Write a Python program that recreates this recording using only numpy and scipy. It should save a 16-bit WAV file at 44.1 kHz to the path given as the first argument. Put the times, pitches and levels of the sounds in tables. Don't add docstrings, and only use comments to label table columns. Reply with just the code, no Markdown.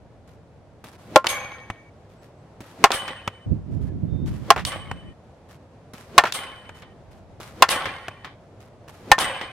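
import sys
import numpy as np
from scipy import signal
from scipy.fft import rfft, irfft, next_fast_len
from scipy.io import wavfile
from scipy.ndimage import map_coordinates

SR = 44100
rng = np.random.default_rng(int(sys.argv[2]) if len(sys.argv) > 2 else 0)


def log_audio(samples):
    frames = np.atleast_2d(samples).T
    limited = np.clip(frames, -1, 1)
    pcm = np.round(limited * 32767).astype(np.int16)
    wavfile.write(sys.argv[1], SR, pcm)


N = 419832
T = np.arange(N) / SR

# start in seconds, knock level in dB, knock pitch in Hz, then levels in dB
HITS = [(1.1592, 12.5, 816, 8, -5, -6, -7.5, -31), (2.8401, 10.5, 1078, 3.5, 0.5, -18.5, -16, -20.5),
        (4.5040, 11, 1066, 3, -3.5, -18.5, -14, -25), (6.1799, 15, 1090, 2.5, 3, -17.5, -11.5, -8),
        (7.6230, 11, 1046, -1.5, .5, -18, -9.5, -12.5), (9.1163, 10, 823, -8, -2, -11.5, -27, -2.5)]
# start and stop in seconds, clatter and jingle levels in dB,
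# bar pitch in Hz, bar level in dB.
SHAKES = [(1.282, 1.9, -26.5, -21, 2262, -31), (2.926, 3.46, -27.5, -22.5, 3012, -33),
          (4.655, 5.135, -32, -26, 3005, -36), (6.333, 6.935, -30.5, -23, 3017, -37),
          (7.695, 8.33, -20.5, -16.5, 3030, -36.5), (9.191, 9.52, -22, -19.5, 3008, -30.5)]
# frequency in Hz, level in dB.
CLATTER = [(120, 0), (200, 0.5), (581, 1), (683, -5), (775, 6.5), (946, -1), (1110, 8), (1290, -1),
           (2250, 0.5), (2850, -10.5), (3060, -1), (5660, -22.5), (7970, -36), (8720, -41), (15000, -68)]
# frequency in Hz, level in dB.
GRIT = [(300, -6), (1000, 8), (2500, -1), (5000, -7), (9000, -12), (12000, -12.5), (16000, -26)]


def undb(db):
    return 10 ** (np.asarray(db) / 20)


def fade(t, t60):
    return np.exp(-np.log(1000) * t / t60)


def clock(length_s):
    return np.arange(max(int(length_s * SR), 16)) / SR


def add(out, start_s, x):
    i = max(int(start_s * SR), 0)
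    out[:, i:i + x.shape[-1]] += x[..., :max(N - i, 0)]


def colour(x, points):
    hz, db = np.transpose(points)
    size = next_fast_len(x.shape[-1])
    f = np.maximum(np.fft.rfftfreq(size, 1 / SR), 1)
    gain = undb(np.interp(np.log(f), np.log(hz), db))
    y = irfft(rfft(x, size) * gain, size)[..., :x.shape[-1]]
    return y / np.sqrt(np.mean(y ** 2))


def noise(t, points, grain_db=0, wide_hz=4000):
    own = np.random.default_rng(rng.integers(2 ** 31))
    x = own.standard_normal((len(t), 2)).T
    sizes = np.minimum(own.exponential(size=len(t) // 24 + 1), 5)
    sizes = np.repeat(sizes, 24)[:len(t)]
    mid, side = x * undb(grain_db * sizes)
    side = signal.lfilter(*signal.butter(1, min(wide_hz, SR / 3), "high", fs=SR), side)
    return colour(np.array([mid + side, mid - side]), points)


def walk(t, rate_hz):
    steps = rng.standard_normal(512)
    return map_coordinates(steps, [t * rate_hz], order=2, mode="wrap")


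def ring(t, hz, t60):
    return np.sin(2 * np.pi * hz * t) * fade(t, t60)


def kick(t, hz, t60):
    return np.cos(2 * np.pi * hz * t) * fade(t, t60)


def shaken(t, hz, t60, chatter_t60):
    blows = noise(t, [(20, 0.022), (16000, 0)], wide_hz=1500) * fade(t, chatter_t60)
    pole = fade(1 / SR, t60) * np.exp(2j * np.pi * min(hz, .45 * SR) / SR)
    y = signal.lfilter([1], [1, -pole], blows).imag
    return y * np.sqrt(np.sum(fade(t, t60) ** 2) / np.sum(y ** 2, axis=1, keepdims=True))


def partials(t, hz, points):
    lines = np.zeros((2, SR // 2 + 1), complex)
    phases = np.exp(2j * np.pi * rng.random((3, len(hz))))
    shared, left, right = rng.standard_normal((3, len(hz))) * phases
    lines[:, hz.astype(int)] = shared + hz / 4000 * np.array([left, right])
    return colour(irfft(lines)[:, :len(t)], points)


def taps(t, rate_hz, tap_hz, spread_octaves=1.6, t60=0.11, spread_db=18):
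    out, u = np.zeros(len(t) + SR), clock(.1)
    for when, pitch, size in rng.random((400, 3))[:int(rate_hz * t[-1])]:
        i = int(when * len(t))
        hz = tap_hz * 2 ** (spread_octaves * (2 * pitch - 1))
        out[i:i + len(u)] += undb(-spread_db * size) * ring(u, hz, t60)
    out = out[:len(t)]
    return out / np.sqrt(np.mean(out ** 2) + 1e-18)


def blow(t, points, t60):
    burst = noise(t, points, wide_hz=4870) * (fade(t, t60) + fade(t, 0.0025)) * np.minimum(t / 0.00023, 1)
    return burst * np.sqrt(np.sum(fade(t, t60) ** 2) / np.sum(burst ** 2) * 2)


def snap(hz, t60, ring_db=-4):
    t = clock(.12)
    peak = [(hz / 8, -22), (hz / 3.9, -7), (hz, 0), (hz * 1.7, -7), (hz * 4, -24), (hz * 12, -42)]
    return blow(t, peak, t60) + undb(ring_db) * ring(t, hz, t60 * 0.59)


def scuff(length_s, uneven_db=2.5):
    t = clock(length_s)
    pressure = np.minimum(t / .002, 1) * np.sqrt(1 - t / t[-1]) * undb(uneven_db * walk(t, 45))
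    return noise(t, GRIT, grain_db=3.5, wide_hz=2500) * pressure


def field():
    # frequency in Hz, level in dB.
    far_spectrum = [(20, -20.5), (50, -8.5), (100, 1.5), (200, -7), (380, -10.5), (480, -9.5), (620, -9),
                    (1200, -22.5), (2900, -34.5), (6000, -42), (10000, -48.5), (13000, -59), (16000, -67)]
    # time in seconds, level in dB.
    traffic = [(0, -51), (1.8, -49), (9.5, -48)]
    # time in seconds, level in dB.
    breeze_level = [(0, -57.5), (2.4, -64.5), (5.9, -64), (7.1, -53), (8.7, -64.5)]
    traffic_db = np.interp(T, *np.transpose(traffic)) + 0.6 * walk(T, 19.0)
    far = noise(T, far_spectrum, wide_hz=2200) * undb(traffic_db)
    rumble = [(20, -22.5), (70, 0.5), (150, -13.0), (400, -20.5), (2000, -62.0), (8000, -92.5)]
    breeze = colour(rng.standard_normal((2, N)), rumble)
    puffs_db = 1.5 * walk(T, 4)
    return far + breeze * undb(np.interp(T, *np.transpose(breeze_level)) + puffs_db)


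def birds():
    # start in seconds, pitch in Hz, length in seconds, arch as a share of pitch, level in dB.
    whistles = [(2.17, 7800, .07, 0.0088, -72), (2.35, 7700, .09, .025, -79),
                (3.843, 1500, 0.099, 0.15, -62), (4.058, 3600, 0.25, 0.011, -62)]
    out = np.zeros((2, N))
    for start_s, hz, length_s, arch, db in whistles:
        t = clock(length_s)
        swell = np.sin(np.pi * t / length_s)
        pitch_hz = hz * (1 + arch * swell + 0.004 * walk(t, 60))
        add(out, start_s, undb(db) * swell * np.sin(2 * np.pi * np.cumsum(pitch_hz) / SR))
    return out


def wind(flutter_db=-3.5, eddy_half_width_s=0.016):
    # time in seconds, level in dB, left minus right in dB.
    gust = [(3.46, -26, -4), (3.629, -35.5, -5.5), (3.85, -27.5, -6), (4.17, -30, -9.5), (4.31, -26, 3),
            (4.38, -36.5, -5), (5.131, -42, 3)]
    # frequency in Hz, level in dB.
    buffet = [(12, -45), (20, -20.5), (75, 2), (117, 0), (189, -3.5), (240, -8.5), (274, -9), (338, -15),
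              (700, -36.5), (910, -63), (1540, -120)]
    # peak time in seconds, extra level in dB.
    big_eddies = [(3.521, 7.5), (3.76, 12), (4.046, 10)]
    s, db, pan_db = np.transpose(gust)
    flutter = undb(flutter_db * np.array([walk(T, 42), walk(T, 21)]))
    eddies = colour(rng.standard_normal((2, N)), buffet) * flutter
    swell_db = sum(extra_db * np.exp(-((T - at) / eddy_half_width_s) ** 2) for at, extra_db in big_eddies)
    ports_db = np.interp(T, s, pan_db) * np.array([[.5], [-.5]]) + swell_db * np.array([[0], [1]])
    blowing = np.clip(np.minimum(T - s[0], s[-1] - T) / 0.0037, 0, 1)
    return eddies * blowing * undb(np.interp(T, s, db) + ports_db)


def dirt(pivot_db=-56, shuffle_s=.09, grind_s=.13):
    # start in seconds, level in dB.
    drops = [(1.7012, -20), (3.2764, -15.5), (4.9135, -20.5), (6.6922, -31), (8.0826, -22)]
    # frequency in Hz, level in dB.
    thud_spectrum = [(60, -3.5), (250, 1.5), (700, 6), (1400, 4.5), (2600, -1), (4500, -16.5),
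                     (8000, -21.5), (16000, -36.5)]
    # start in seconds, grit level in dB.
    shuffles = [(.275, -60), (2.091, -62), (2.215, -57.5), (3.71, -60), (3.81, -58), (5.487, -54),
                (6.745, -51.5), (7.11, -57), (8.6, -55)]
    # start in seconds, footfall and grit levels in dB.
    strides = [(.841, -35.5, -48.5), (2.605, -34, -49.5), (4.26, -51, -47.5), (5.935, -34, -46.5),
               (7.401, -35, -43.5), (8.879, -43, -52)]
    out, t = np.zeros((2, N)), clock(.2)
    for start_s, db in drops:
        thud = blow(t, thud_spectrum, 0.03) + undb(-38.5) * blow(t, thud_spectrum, 0.75)
        add(out, start_s, undb(db) * (thud + undb(-8.0) * ring(t, 101, 0.085)))
    for start_s, db in shuffles:
        add(out, start_s, undb(db) * scuff(shuffle_s))
    footfall = [(40, -17), (140, 11.5), (500, -2), (2000, -12), (9000, -26.5), (16000, -29)]
    for start_s, foot_db, grit_db in strides:
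        add(out, start_s, undb(foot_db) * blow(t, footfall, 0.068))
        add(out, start_s, undb(grit_db) * scuff(grind_s))
    u = clock(.18)
    for hit_s, *_ in HITS:
        pivot = noise(u, GRIT, grain_db=1.5, wide_hz=2500) * np.minimum(u / 0.005, 1)
        add(out, hit_s - u[-1], undb(pivot_db) * pivot)
    return out


def loose_bar(beat_hz=11.6, twin_db=-5, buzz_db=4, rise_s=.018):
    # ring level in dB, ring t60 in seconds, chatter level in dB, chatter t60 in seconds.
    bar_modes = [(-1.5, 1.4, 4, .55), (-12, 1.0, 4, 0.45), (-22, .6, -6, .3)]
    mode_ratios = (1, 2.815, 5.41)
    out = np.zeros((2, N))
    for start_s, stop_s, _, _, bar_hz, db in SHAKES:
        t = clock(stop_s - start_s)
        gate = np.clip(np.minimum(t / rise_s, (t[-1] - t) / 0.0058), 0, 1)
        for ratio, (mode_db, t60, chatter_db, chatter_t60) in zip(mode_ratios, bar_modes):
            hz = bar_hz * ratio
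            u = t + np.array([[.25], [0]]) / hz
            free = ring(u, hz, t60) + undb(twin_db) * ring(u, hz + beat_hz, t60)
            buzz = undb(buzz_db + chatter_db) * shaken(t, hz, 0.064, chatter_t60)
            add(out, start_s, undb(db) * (undb(mode_db) * free + buzz) * gate)
    return out


def frame(wash_db=-5, taps_db=-6, partials_db=-4, tinkle_db=-5, count=170, rise_s=0.02, shake_t60=0.93):
    # frequency in Hz, level in dB.
    jingle_spectrum = [(1500, -22), (3200, 6.5), (4300, -0.5), (7200, -7), (9000, 1.5), (12000, -6),
                       (16000, -18)]
    # pitch in Hz, level in dB, chatter t60 in seconds (the mode's own is half).
    tube_modes = [(1038, -17, 1.1), (1160, -43, 3.6), (1850, -20, 1.84), (1760, -39, 0.33),
                  (2260, -36.5, 1.13), (2530, -32, 1.4)]
    tap_spectrum = [(400, -7), (1000, 5.5), (2400, 13.0), (5000, -31.5)]
    out = np.zeros((2, N))
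    weak_hz = 500 + 11000 * rng.random(count) ** 2
    for start_s, stop_s, db, jingle_db, *_ in SHAKES:
        t = clock(stop_s - start_s)
        wash = undb(wash_db) * noise(t, CLATTER, grain_db=4.5, wide_hz=2460)
        modes = undb(partials_db) * partials(t, weak_hz, CLATTER)
        clatter = wash + modes + undb(taps_db) * colour(taps(t, 450, 1507), tap_spectrum)
        tubes = sum(undb(mode_db) * shaken(t, hz, t60 / 2, t60) for hz, mode_db, t60 in tube_modes)
        chatter = noise(t, jingle_spectrum, grain_db=1.3, wide_hz=1100)
        steel = undb(0.5) * chatter + undb(tinkle_db) * partials(t, weak_hz, jingle_spectrum)
        jingle = steel * (fade(t, 0.17) + undb(-29.5) * fade(t, 1.0))
        sound = undb(db) * (clatter * fade(t, shake_t60) + tubes) + undb(jingle_db) * jingle
        add(out, start_s, sound * np.clip(np.minimum(t / rise_s, (t[-1] - t) / 0.0036), 0, 1))
    return out


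def net():
    # start in seconds, level in dB.
    catches = [(1.244, -19), (2.9049, -16.5), (4.5620, -18.5), (6.2378, -13.5), (7.686, -23), (9.182, -17)]
    # start in seconds, level in dB, centre in Hz.
    clanks = [(1.2686, -10, 2960), (2.918, -15, 3610), (4.6508, -17, 3710), (4.76, -24.5, 447),
              (6.3230, -18.5, 3780), (7.6900, -14, 2810), (9.1876, -16, 3430)]
    # start in seconds, level in dB.
    rocks = [(3.079, -28), (4.72, -30), (6.434, -35), (6.822, -42), (7.856, -25), (8.246, -33.5),
             (9.244, -26.5), (9.413, -29)]
    catch_hz, catch_t60 = 960, 0.056
    tug_gap_s, tug_step_db, tug_pitch_ratio, tug_t60 = 0.016, -7, 1.4, 0.13
    rock_hz, rock_t60, rock_clatter_db, rock_clatter_t60 = 1810, 0.077, -4, 0.28
    out, t = np.zeros((2, N)), clock(.2)
    for start_s, db in catches:
        add(out, start_s, undb(db) * snap(catch_hz, catch_t60))
        for k in (1, 2):
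            tug = snap(catch_hz * tug_pitch_ratio ** k, tug_t60)
            add(out, start_s + k * tug_gap_s, undb(db + k * tug_step_db) * tug)
    for start_s, db, hz in clanks:
        add(out, start_s, undb(db) * snap(hz, 0.025))
    for start_s, db in rocks:
        add(out, start_s, undb(db) * snap(rock_hz, rock_t60))
        clatter = noise(t, CLATTER, grain_db=3.0, wide_hz=2470) * fade(t, rock_clatter_t60)
        add(out, start_s, undb(db + rock_clatter_db) * clatter)
    return out


def bat(ground_s=.0052, ground_db=-13, echo_s=0.017, echo_db=-31, swish_db=-34, knock_t60=0.023, hash_db=-3):
    # ratio to the knock pitch, level in dB, t60 in seconds.
    body_modes = [(0.654, -3, 0.049), (.75, -2, 0.051)]
    # pitch in Hz, t60 in seconds.
    barrel_modes = [(1058, 0.115), (1382, 0.095), (1800, 0.1)]
    # pitch in Hz, level in dB, t60 in seconds.
    shell_modes = [(2134, -12.5, 0.027), (2510, -16, .045), (2760, -7, 0.041), (3346, -14.5, 0.057),
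                   (3570, -9, 0.021), (4524, -16, 0.029), (6060, -15.5, 0.023)]
    # frequency in Hz, level in dB.
    crack_spectrum = [(300, -15), (1200, 3), (2800, 4), (5500, -3), (9000, -12.5), (16000, -28.5)]
    # frequency in Hz, level in dB.
    scatter_spectrum = [(150, -29.5), (500, -5.5), (1100, 3.5), (2000, -5), (3500, -16), (7000, -25),
                        (16000, -45)]
    # frequency in Hz, level in dB.
    swish_spectrum = [(40, -22), (100, -6), (220, -0.5), (500, -6), (1200, -19), (4000, -29.5),
                      (16000, -51)]
    thump_ratio, thump_t60 = .405, 0.031
    thump_db, scatter_db = -5, -7
    out, t = np.zeros((2, N)), clock(0.33)
    for hit_s, knock_db, knock_hz, body_db, crack_db, *barrel_db in HITS:
        body = sum(undb(db) * kick(t, knock_hz * ratio, t60) for ratio, db, t60 in body_modes)
        thump = undb(thump_db) * kick(t, knock_hz * thump_ratio, thump_t60)
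        knock = undb(knock_db) * kick(t, knock_hz, knock_t60) + undb(body_db) * (body + thump)
        barrel = sum(undb(db) * kick(t, hz, t60) for db, (hz, t60) in zip(barrel_db, barrel_modes))
        shell = sum(undb(db + 2 * rng.standard_normal((2, 1))) * ring(t, hz, t60)
                    for hz, db, t60 in shell_modes)
        spike = noise(t, crack_spectrum, wide_hz=3600) * (fade(t, 0.028) + 5 * fade(t, 0.0052))
        crack = undb(crack_db) * (shell + undb(hash_db) * spike)
        scatter_fade = fade(t, 0.071) + undb(-21.5) * fade(t, 0.19)
        scatter = undb(crack_db + scatter_db) * noise(t, scatter_spectrum, wide_hz=5000) * scatter_fade
        add(out, hit_s, knock + barrel + crack + scatter)
        add(out, hit_s + ground_s, undb(ground_db) * crack)
        add(out, hit_s + echo_s, undb(echo_db) * (knock + crack))
        swish = noise(t, swish_spectrum, wide_hz=2500) * fade(t, 0.3)[::-1]
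        add(out, hit_s - t[-1], undb(swish_db) * swish)
    return out


def scene():
    return field() + birds() + wind() + dirt() + loose_bar() + frame() + net() + bat()


def record(dry, knee=5, ceiling=1.0, top_hz=15900):
    clipped = dry / (1 + np.abs(dry / ceiling) ** knee) ** (1 / knee)
    coupled = signal.lfilter(*signal.butter(1, 18, "high", fs=SR), clipped)
    return signal.sosfilt(signal.ellip(8, .2, 70, top_hz, fs=SR, output="sos"), coupled)


dry = scene()
out = record(dry)
log_audio(out)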